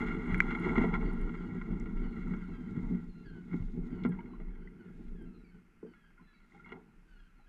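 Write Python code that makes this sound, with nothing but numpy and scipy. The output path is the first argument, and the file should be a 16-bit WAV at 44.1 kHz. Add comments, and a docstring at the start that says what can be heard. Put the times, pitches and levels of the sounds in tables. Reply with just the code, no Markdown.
"""A sea kayak grinds through slush and thin ice under a bridge, then glides into open water.
We ride with a camera on the bow: ice grains, knocks and lapping water come up through the deck and
ring the hull, while the mount sways with a low rumble. Paddle strokes stir up fizz over a faint wash;
past the ice, bubbles gulp and drops patter. Gulls cry in the distance and echo under the bridge."""
import sys
import numpy as np
from scipy import signal
from scipy.fft import rfft, irfft
from scipy.io import wavfile
from scipy.ndimage import uniform_filter1d

SR = 44100
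rng = np.random.default_rng(int(sys.argv[2]) if len(sys.argv) > 2 else 0)


def generate_wav(signal):
    """Clip the signal to [-1, 1] and save it as 16-bit WAV at the path in sys.argv[1]."""
    frames = np.transpose(np.atleast_2d(signal))
    scaled = np.clip(frames, -1, 1) * 32767
    pcm = np.round(scaled).astype(np.int16)
    wavfile.write(sys.argv[1], SR, pcm)


N = 329868
TIME = np.arange(N) / SR
FFT_SIZE = 2 ** 19
FREQ = np.maximum(np.arange(FFT_SIZE // 2 + 1) * SR / FFT_SIZE, 1)

# faders for the drag, easing as the ice thins: t/s, push/dB, slosh/dB, grind/dB
DRAG_FADERS = [(0, -35.5, -48.5, -43), (.22, -38, -58.5, -50.5), (.33, -36, -51.5, -47.5),
               (.55, -37.5, -52.5, -46.5), (.95, -34.5, -46.5, -50), (1.25, -40, -60, -57),
               (1.95, -42.5, -64.5, -62.5), (2.25, -43, -65, -58.5), (2.62, -43, -66.5, -65.5),
               (2.918, -38, -62, -60.5), (3.12, -50, -76, -75), (3.68, -49.5, -73.5, -73),
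               (3.96, -39, -65.5, -64), (4.28, -47.5, -65.5, -70.5), (4.75, -53, -79, -74),
               (5.3, -55.5, -87, -83.5), (5.7, -67.5, -85.5, -80.5), (6.4, -72.5, -86.5, -76),
               (6.88, -63, -78, -82.5), (7.48, -79.5, -89, -82)]
# passing floes, later wavelets: peak t/s, half length/s, push boost/dB, slosh and grind boost/dB
DRAG_SWELLS = [(0.323, 0.029, 3, 4.5), (0.678, 0.049, 5, 6), (0.803, 0.037, 6, 10), (1.566, 0.018, 6, 2.5),
               (1.74, 0.048, 7, 2), (1.91, .03, 5, 1), (2.04, 0.027, 6, 6), (2.18, 0.027, 4.5, 1),
               (2.318, 0.051, 9, 3.5), (2.784, 0.054, 3.5, 2.5), (3.376, 0.025, 5, 4),
               (3.552, 0.063, 13, 11), (3.781, 0.043, 9, -4), (4.088, 0.047, 8.5, 1),
               (4.202, 0.027, 0.5, 6), (4.881, 0.035, 4, 6.5), (5.003, 0.021, 7, 4), (5.235, 0.16, 7, 6),
               (5.568, 0.033, 10, 7), (6.226, 0.027, 15.5, 4.5), (6.556, 0.041, 10, 13),
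               (6.713, 0.087, 12.5, 17), (7.4, 0.039, 9.5, 6)]
# resonances of hull, deck and camera housing: f/Hz, width/Hz, level/dB
HULL_MODES = [(79.4, 28, -12), (106, 49, -9.5), (178.3, 31, 4.5), (234.4, 53, 0.5), (325.7, 65, -8),
              (374, 38, -8.5), (435.2, 50, -11.5), (666, 72, -23.5), (783, 99, -20), (854, 65, -17),
              (943, 57, -17), (1044.5, 72, -19.5), (1192, 160, -24), (1382.4, 118, -12), (1420, 45, -30.5),
              (1620, 59, -27), (1939, 89, -19), (2112, 138, -17), (2190, 64, -19.5), (2792, 160, -34),
              (3330, 300, -38.5), (4090, 370, -48.5), (5060, 460, -58.5), (6790, 1500, -59.5),
              (9300, 2500, -68)]
# upper-range bite of the push, sharper for hard floes than for waves: t/s, gain/dB
PUSH_BITE = [(0, 4.5), (1, 3), (1.9, -2.5), (2.8, -4.5), (3.6, -5), (4.3, 0.5), (5.2, 0.5), (7.48, 2.5)]
# fader for the rocking mount: t/s, level/dB
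SWAY_FADER = [(0, -40), (.25, -42), (.37, -27.5), (.52, -43.5), (1.05, -30.5), (1.55, -46.5), (1.76, -34),
              (2.65, -45.5), (3.05, -43), (3.45, -56.5), (3.63, -36.5), (4.3, -54), (4.48, -36.5),
              (4.85, -64.5), (5.08, -39.5), (5.7, -68.5), (6.45, -64), (7.48, -56.5)]
# tone curve of the wash and hiss: f/Hz, relative level/dB
WASH_CURVE = [(30, 3), (100, -5), (200, 0.5), (400, -15.5), (560, -20.5), (1000, -20.5), (1400, -13),
              (1850, -16), (2150, -23.5), (2500, -16), (3600, -34.5), (5000, -32), (7000, -35),
              (12500, -37.5)]
# colour of the fizz: f/Hz, width/Hz, level/dB
FIZZ_MODES = [(3587, 1000, 5.5), (4740, 2500, -3), (6750, 1800, -2), (8770, 1800, -9.5)]
# paddle strokes: peak t/s, level/dB
PADDLE_STROKES = [(.75, -78), (2.12, -84.5), (2.8, -91), (3.58, -78.5), (4.97, -85.5), (6.52, -84),
                  (7.1, -89)]
# ice crumbling and water splashing on the hull: t/s, peak/dB, length/s, low cut/Hz
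CRUNCH_CUES = [(0.085, -32, 0.066, 1170), (.507, -29.5, 0.02, 1200), (.550, -29.5, 0.011, 1200),
               (0.756, -26.5, 0.023, 910), (0.78, -23, 0.0053, 700), (0.845, -30.5, 0.019, 750),
               (0.94, -26, 0.023, 1250), (1.293, -40.5, .006, 1200), (1.341, -41, 0.015, 1200),
               (1.614, -36.5, 0.007, 1170), (1.858, -44, 0.018, 1320), (2.166, -45, 0.0075, 1500),
               (2.336, -38.5, 0.011, 965), (3.514, -48, .029, 1300), (3.531, -42.5, .014, 1010),
               (4.037, -43, 0.0082, 3030), (4.05, -31, 0.018, 596), (4.12, -46.5, .0062, 1400),
               (4.401, -51, 0.026, 1000), (5.937, -53.5, 0.019, 1200), (6.661, -46.5, 0.038, 1100),
               (6.72, -38.5, 0.013, 1500)]
# floes and wavelets knocking on the hull: t/s, peak/dB, length/s, brightness/Hz
KNOCK_CUES = [(.32, -25, 0.078, 104.8), (0.775, -20, 0.016, 480), (0.813, -26.5, 0.023, 370),
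              (0.841, -23.5, 0.021, 520), (2.773, -25.5, .037, 168), (2.909, -25, 0.053, 265),
              (3.54, -25.5, 0.016, 373), (3.6, -29.5, .055, 99), (4.051, -26.5, 0.029, 550),
              (4.085, -34, 0.024, 189), (5.829, -37, 0.0095, 430), (5.864, -43.5, 0.05, 473),
              (6.722, -38.5, 0.081, 660)]
# sharp snaps of ice: t/s, peak/dB
SNAP_CUES = [(0.344, -23), (0.4032, -9)]
# resonances of a hard snap at the bow: f/Hz, width/Hz, level/dB
SNAP_MODES = [(1550, 430, -3), (2073, 230, 2.5), (2289, 123, -1.5), (3020, 600, -29.5), (4200, 500, -43),
              (5860, 1200, -39), (7580, 300, -39.5)]
# the clearest ticks of ice chips and drops: t/s, peak/dB, centre f/Hz
TICK_CUES = [(.38, -55, 9500), (0.597, -58, 9500), (1.133, -61, 9500), (1.2136, -61, 9600),
             (1.798, -54.5, 6700), (2.28, -65, 6800), (2.87, -70, 6700), (4.09, -60.5, 9300),
             (5.223, -66.5, 9600)]
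# nearer cries: t/s, length/s, start f/Hz, end f/Hz, level ahead of the throat/dB, tilt per harmonic/dB
GULL_CUES = [(1.04, 0.077, 1525, 1495, -82.5, 10.5), (1.17, 0.13, 1660, 1440, -68, -3),
             (1.37, 0.12, 1660, 1410, -66, -3.5), (1.951, 0.16, 1660, 1464, -72, -1),
             (2.055, 0.26, 1430, 1330, -71.5, -2), (2.388, .19, 1653, 1295, -63, -6.5),
             (2.525, 0.17, 1630, 1540, -72.5, -0.5), (3.089, 0.096, 1446, 1346, -81.5, 5.5),
             (3.141, 0.11, 1393, 1378, -64.5, -5), (3.241, 0.19, 1720, 1460, -67, -8),
             (3.25, .07, 1597, 1385, -86, 8.5), (3.9, .13, 1620, 1426, -68, -2.5),
             (4.089, .06, 1745, 1550, -68, -14), (4.269, .1, 1410, 1310, -80, 1),
             (4.604, 0.085, 1560, 1530, -76.5, -1), (4.791, 0.08, 1550, 1390, -68.5, -8),
             (5.139, .12, 1785, 1545, -73.5, -2.5), (5.247, .145, 1400, 1252, -68.5, -7),
             (5.331, 0.1, 1420, 1300, -81.5, 4), (5.439, 0.075, 2380, 2190, -69.5, 0),
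             (5.51, 0.068, 1564, 1496, -70.5, -5), (5.86, 0.094, 1595, 1480, -78.5, 1),
             (6.02, .075, 1630, 1530, -77.5, 0), (6.214, 0.2, 1364, 1310, -81.5, 4),
             (6.264, .085, 1780, 1680, -74, -6), (6.33, 0.14, 2350, 2060, -75, -1.5),
             (7.069, 0.19, 1584, 1380, -71.5, -3), (7.18, .11, 1704, 1530, -76.5, 0),
             (7.36, .1, 1475, 1297, -83.5, 3)]
# resonances of a gull's throat: f/Hz, gain/dB
THROAT_CURVE = [(1300, -8.5), (1550, 0.5), (1800, -4), (2300, -3.5), (2700, -12), (3150, -8), (3600, -13),
                (4150, -10), (4600, -17), (5200, -31), (7000, -39)]
# featured gulps of air under the bow, bubbles and drips: t/s, f/Hz, level/dB, t60/s
BUBBLE_CUES = [(2.772, 167, -34, 0.2), (4.05, 234, -18.5, .11), (4.096, 177, -29.5, 0.2),
               (4.188, 908, -39, 0.063), (4.189, 2140, -46, .048), (4.334, 1036, -46, 0.049),
               (4.399, 630, -57.5, 0.12), (4.673, 1940, -40, 0.026), (5.83, 234.4, -38.5, .1),
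               (5.848, 436, -39.5, 0.086), (6.177, 1405, -53, .09), (6.195, 1010, -58, 0.11),
               (6.519, 2000, -50, 0.028), (6.545, 798, -56, .17), (6.596, 1374, -50, 0.089),
               (6.577, 2050, -51, 0.03), (6.644, 2110, -47, 0.069), (6.699, 2780, -53, .04),
               (6.723, 2820, -52, 0.026), (6.765, 744, -51.5, .06), (7.395, 802, -61, .088)]

ICE_ENDS_S = 3.4  # the bow leaves the ice
OPEN_WATER_S = N / SR - ICE_ENDS_S
HEAVY_GRIND_DB = -50.5  # grind fader in thick slush; chips and fizz ride against it


def undb(db):
    """Decibels to gain."""
    return 10 ** (np.asarray(db) / 20)


def rms(x):
    """Average signal strength."""
    return np.sqrt(np.mean(x ** 2))


def shape(x, response):
    """Pass a sound through a frequency response."""
    return irfft(rfft(x, FFT_SIZE) * response)[:N]


def band(x, lo_hz, hi_hz, order=3):
    """Causal band-pass."""
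    return signal.sosfilt(signal.butter(order, [lo_hz, hi_hz], "band", fs=SR, output="sos"), x)


def ring(modes, size=8192):
    """Impulse response of a body with steep-sided resonances."""
    hz = np.arange(size // 2 + 1) * SR / size
    power = sum(undb(2 * db) / (1 + (2 * (hz - f) / width) ** 2) ** 2 for f, width, db in modes)
    # minimum phase puts the attack first and the ring after it
    cepstrum = irfft(np.log(power) / 2)
    cepstrum[1:size // 2] *= 2
    cepstrum[size // 2 + 1:] = 0
    return irfft(np.exp(rfft(cepstrum)))


def add(out, s, x):
    """Mix a sound in at time s."""
    i = max(int(s * SR), 0)
    out[i:i + len(x)] += x[:max(N - i, 0)]


def wander(rate):
    """Smooth random modulator with about `rate` moves a second; RMS 1."""
    hold = max(int(SR / rate), 2)
    steps = np.repeat(rng.standard_normal(N // hold + 1), hold)
    x = uniform_filter1d(uniform_filter1d(steps, hold), hold)
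    return x[:N] / rms(x)


def grains(rate, scatter_db, clump_db, clump_hz):
    """Random impulses of unequal size, swelling and ebbing in clumps."""
    sizes = undb(scatter_db * np.minimum(rng.exponential(size=N), 4))
    impulses = (rng.random(N) < rate / SR) * sizes * rng.choice([-1, 1], N)
    return impulses * undb(clump_db * wander(clump_hz))


def steady(x, lo_hz, hi_hz, span_s=0.22):
    """Ride a texture to unit level in one band, keeping only its fast flicker."""
    power = uniform_filter1d(band(x, lo_hz, hi_hz) ** 2, int(span_s * SR))
    return x / np.sqrt(uniform_filter1d(power, int(span_s * SR / 2)) + 1e-18)


def drag():
    """Push, slosh and grind faders: the slow drag, with a swell for each passing floe or wavelet."""
    times, *faders = np.transpose(DRAG_FADERS)
    push_db, slosh_db, grind_db = (np.interp(TIME, times, fader) for fader in faders)
    for peak_s, half_s, push_boost_db, scrape_boost_db in DRAG_SWELLS:
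        swell = np.exp(-((TIME - peak_s) / half_s) ** 2)
        push_db += push_boost_db * swell
        slosh_db += scrape_boost_db * swell
        grind_db += scrape_boost_db * swell
    return push_db, slosh_db, grind_db


def slush(hull, push_db, slosh_db, grind_db):
    """Soft shoves, wet slush and hard ice grains each excite their own range of the hull."""
    def rub(force, lo_hz, hi_hz):
        return band(signal.fftconvolve(force, hull)[:N], lo_hz, hi_hz, order=4)
    shoves = rub(grains(rate=420, scatter_db=0.5, clump_db=2, clump_hz=25), 48, 560)
    upper = shape(shoves, 1 / (1 + (290 / FREQ) ** 6))
    bite = undb(np.interp(TIME, *np.transpose(PUSH_BITE)))
    shoves = steady(shoves + upper * (bite - 1), 130, 520, span_s=0.07)
    wet = rub(grains(rate=1300, scatter_db=1.5, clump_db=2.5, clump_hz=50), 560, 1226)
    wet = steady(wet, 650, 1150)
    # ice catches and slips, so its grains come in clumps
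    ice = rub(grains(rate=2600, scatter_db=1.5, clump_db=2, clump_hz=70), 1232, 13000)
    ice = steady(ice, 1850, 2350)
    return shoves * undb(push_db) + wet * undb(slosh_db - 3.5) + ice * undb(grind_db - 2.5)


def mount_rumble():
    """The camera mount rocks at its own low resonance."""
    resonance = 1 / (1 + ((FREQ - 29.5) / 4.8) ** 2)
    shoulder = undb(-30) / (1 + ((FREQ - 50) / 22) ** 2)
    sway = shape(rng.standard_normal(N), resonance + shoulder)
    sway_db = np.interp(TIME, *np.transpose(SWAY_FADER))
    return steady(sway, 16, 55, span_s=0.94) * undb(sway_db - 0.57)


def water_wash(level_db=-69):
    """The bed: a faint wash of open water under a smooth hiss."""
    hz, db = np.transpose(WASH_CURVE)
    wash = shape(rng.standard_normal(N), undb(np.interp(np.log(FREQ), np.log(hz), db)))
    return wash / rms(wash) * undb(level_db + 0.5 * wander(5))


def fizz(grind_db, slush_db=-79, rise_s=0.09, fade_s=0.24):
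    """Tiny bursting bubbles and falling slush, airborne, at each paddle stroke and where ice grinds."""
    pops = grains(rate=3000, scatter_db=3.5, clump_db=1.6, clump_hz=60)
    froth = signal.fftconvolve(pops, ring(FIZZ_MODES))[:N]
    in_ice = np.clip(1 + ICE_ENDS_S - TIME, 0, 1)
    power = in_ice * undb(slush_db + 0.33 * (grind_db - HEAVY_GRIND_DB)) ** 2
    for s, db in PADDLE_STROKES:
        stroke = np.exp(np.minimum((TIME - s) / rise_s, (s - TIME) / fade_s))
        power += (undb(db) * stroke) ** 2
    return froth / rms(froth) * np.sqrt(power)


def tick(hz):
    """One tiny, bright burst of noise; peak 1."""
    t = TIME[:600]
    burst = rng.standard_normal(len(t)) * t * np.exp(-t / 0.0009)
    x = band(burst, 0.83 * hz, 1.14 * hz)
    return x / np.abs(x).max()


def ice_chips(grind_db, count=70, spread_db=10.5, lo_hz=6500, hi_hz=10360):
    """Ice chips tick against the deck, fewer and fainter as the ice thins."""
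    out = np.zeros(N)
    for when, pitch, softness in rng.random((count, 3)):
        s = ICE_ENDS_S * (1 - np.sqrt(1 - when))
        loudest_db = -64 + 0.53 * (np.interp(s, TIME, grind_db) - HEAVY_GRIND_DB)
        db = loudest_db - spread_db * np.sqrt(softness)
        add(out, s, undb(db) * tick(lo_hz + pitch * (hi_hz - lo_hz)))
    return out


def hull_hit(hull, length_s, lo_hz, hi_hz, attack):
    """A first break and a fading cluster of smaller ones ring the hull; peak 1."""
    t = TIME[:8192]
    force = rng.standard_normal(len(t)) * np.exp(-(t / length_s) ** 2) / np.sqrt(length_s * SR)
    force[0] += attack
    x = band(signal.fftconvolve(force, hull), lo_hz, hi_hz, order=2)
    return x / np.abs(x).max()


def crunches(hull):
    """Crumbling ice and splashing water ring the bright end of the hull."""
    out = np.zeros(N)
    for s, db, length_s, lo_hz in CRUNCH_CUES:
        add(out, s, undb(db) * hull_hit(hull, length_s, lo_hz, hi_hz=5500, attack=0.5))
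    return out


def knocks(hull):
    """Floes and wavelets bump the hull and bring out its hollow low end."""
    out = np.zeros(N)
    for s, db, length_s, hz in KNOCK_CUES:
        add(out, s, undb(db) * hull_hit(hull, length_s, 0.54 * hz, 1.33 * hz, attack=0.7))
    return out


def ice_snaps():
    """Ice snaps hard at the bow, the highs trailing a little behind the lows."""
    out = np.zeros(N)
    snap = band(ring(SNAP_MODES), 1150, 13000, order=2)
    treble_lag = np.exp(-1j * np.pi * 0.001634 * FREQ ** 2 / (FREQ + 2500))
    snap = shape(snap, treble_lag)[:len(snap)]
    for s, db in SNAP_CUES:
        add(out, s, undb(db) * snap / np.abs(snap).max())
    return out


def clear_ticks():
    """Single chips and drops land as pinpoints of treble."""
    out = np.zeros(N)
    for s, db, hz in TICK_CUES:
        add(out, s, undb(db) * tick(hz))
    return out


def gull_cry(length_s, pitches_hz, level_db, tilt_db, quaver):
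    """A hoarse tone bends through three pitches; the throat and the tilt weigh its three harmonics."""
    throat_hz, throat_db = np.transpose(THROAT_CURVE)
    harmonics = np.arange(1, 4)
    colour_db = np.interp(np.log(pitches_hz[1] * harmonics), np.log(throat_hz), throat_db)
    levels_db = level_db + colour_db + tilt_db * (harmonics - 1)
    progress = np.linspace(0, 1, int(length_s * SR))
    wobble, flutter = (quaver[i:i + len(progress)] for i in rng.integers(0, N - SR, 2))
    bend_hz = np.polyval(np.polyfit([0, 0.5, 1], pitches_hz, 2), progress)
    phase = 2 * np.pi * np.cumsum(bend_hz * (1 + 0.007 * wobble)) / SR
    tone = sum(undb(db) * np.sin(k * phase) for k, db in zip(harmonics, levels_db))
    swell = np.minimum(progress / 0.11, 1) * np.minimum((1 - progress) / 0.15, 1)
    return np.sqrt(2) * tone * undb(2.6 * flutter - 0.4) * swell


def gulls(flock_cries=64, echo_t60_s=0.63, predelay_s=0.025):
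    """The nearer gulls, a fainter flock behind them, and their echo under the bridge."""
    near, flock, quaver = np.zeros(N), np.zeros(N), wander(260)
    for s, length_s, start_hz, end_hz, db, tilt_db in GULL_CUES:
        middle_hz = start_hz + 0.7 * (end_hz - start_hz)  # most of the fall comes early
        add(near, s, gull_cry(length_s, [start_hz, middle_hz, end_hz], db, tilt_db, quaver))
    for when, pitch, length, softness, bend in rng.random((flock_cries, 5)):
        # some cries arch over, others drop and level off
        pitches_hz = (1320 + 330 * pitch) * np.array([1 + 0.11 * bend, 1, 0.92 + 0.06 * bend])
        db = -74.5 - 7.5 * softness
        cry = gull_cry(0.079 + 0.058 * length, pitches_hz, db, tilt_db=-4.5, quaver=quaver)
        add(flock, when * N / SR, cry)
    near *= undb(2.5 * wander(35))  # the cries come and go over the water
    cries = near + flock
    t = TIME[:SR]
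    tail = rng.standard_normal(SR) * np.exp(-np.log(1000) * t / echo_t60_s) * (t > predelay_s)
    echo = signal.fftconvolve(cries, tail / np.linalg.norm(tail))[:N]
    return cries + undb(-10.5) * echo


def bubble(hz, t60):
    """A trapped bubble swells, rings and rises a little in pitch as it nears the surface."""
    t = TIME[:8192]
    glide_hz = hz * (1 + 0.14 * np.minimum(t / t60, 1))
    phase = 2 * np.pi * np.cumsum(glide_hz) / SR
    swell = 1 - np.exp(-(t / 0.0022) ** 2)
    return np.sin(phase) * np.exp(-np.log(1000) * t / t60) * swell


def bubbles(slosh_db, count=170):
    """Featured gulps and drips, and many small bubbles where open water sloshes along the bow."""
    out = np.zeros(N)
    for s, hz, db, t60 in BUBBLE_CUES:
        add(out, s, undb(db) * bubble(hz, t60))
    for when, pitch, softness in rng.random((count, 3)):
        s = ICE_ENDS_S + when * OPEN_WATER_S
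        db = np.interp(s, TIME, slosh_db) + 14.5 - 11 * softness - 9 * pitch
        add(out, s, undb(db) * bubble(hz=750 * 4.3 ** pitch, t60=0.033 * 0.5 ** pitch))
    return out


def splashes(hull, grind_db, count=30, over_grind_db=17.5, spread_db=10):
    """Drops and last crumbs of ice patter on the bow in open water."""
    out = np.zeros(N)
    for when, softness, pitch in rng.random((count, 3)):
        s = ICE_ENDS_S + when * OPEN_WATER_S
        db = np.interp(s, TIME, grind_db) + over_grind_db - spread_db * softness
        drop = hull_hit(hull, length_s=0.004, lo_hz=700 * 4 ** pitch, hi_hz=5500, attack=0.56)
        add(out, s, undb(db) * drop)
    return out


def scene():
    """Mono mix: the boat up close, fizz around it, gulls and wash behind."""
    push_db, slosh_db, grind_db = drag()
    hull = ring(HULL_MODES)
    body = slush(hull, push_db, slosh_db, grind_db) + mount_rumble()
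    hits = crunches(hull) + knocks(hull) + ice_snaps() + clear_ticks()
    sprinkles = bubbles(slosh_db) + ice_chips(grind_db) + splashes(hull, grind_db)
    return (body + hits + sprinkles + fizz(grind_db) + gulls() + water_wash())[None]


def record(dry):
    """The camera cuts the top end steeply."""
    top_hz = 12900
    return signal.sosfilt(signal.ellip(8, 0.2, 70, top_hz, fs=SR, output="sos"), dry)


dry = scene()
out = record(dry)
generate_wav(out)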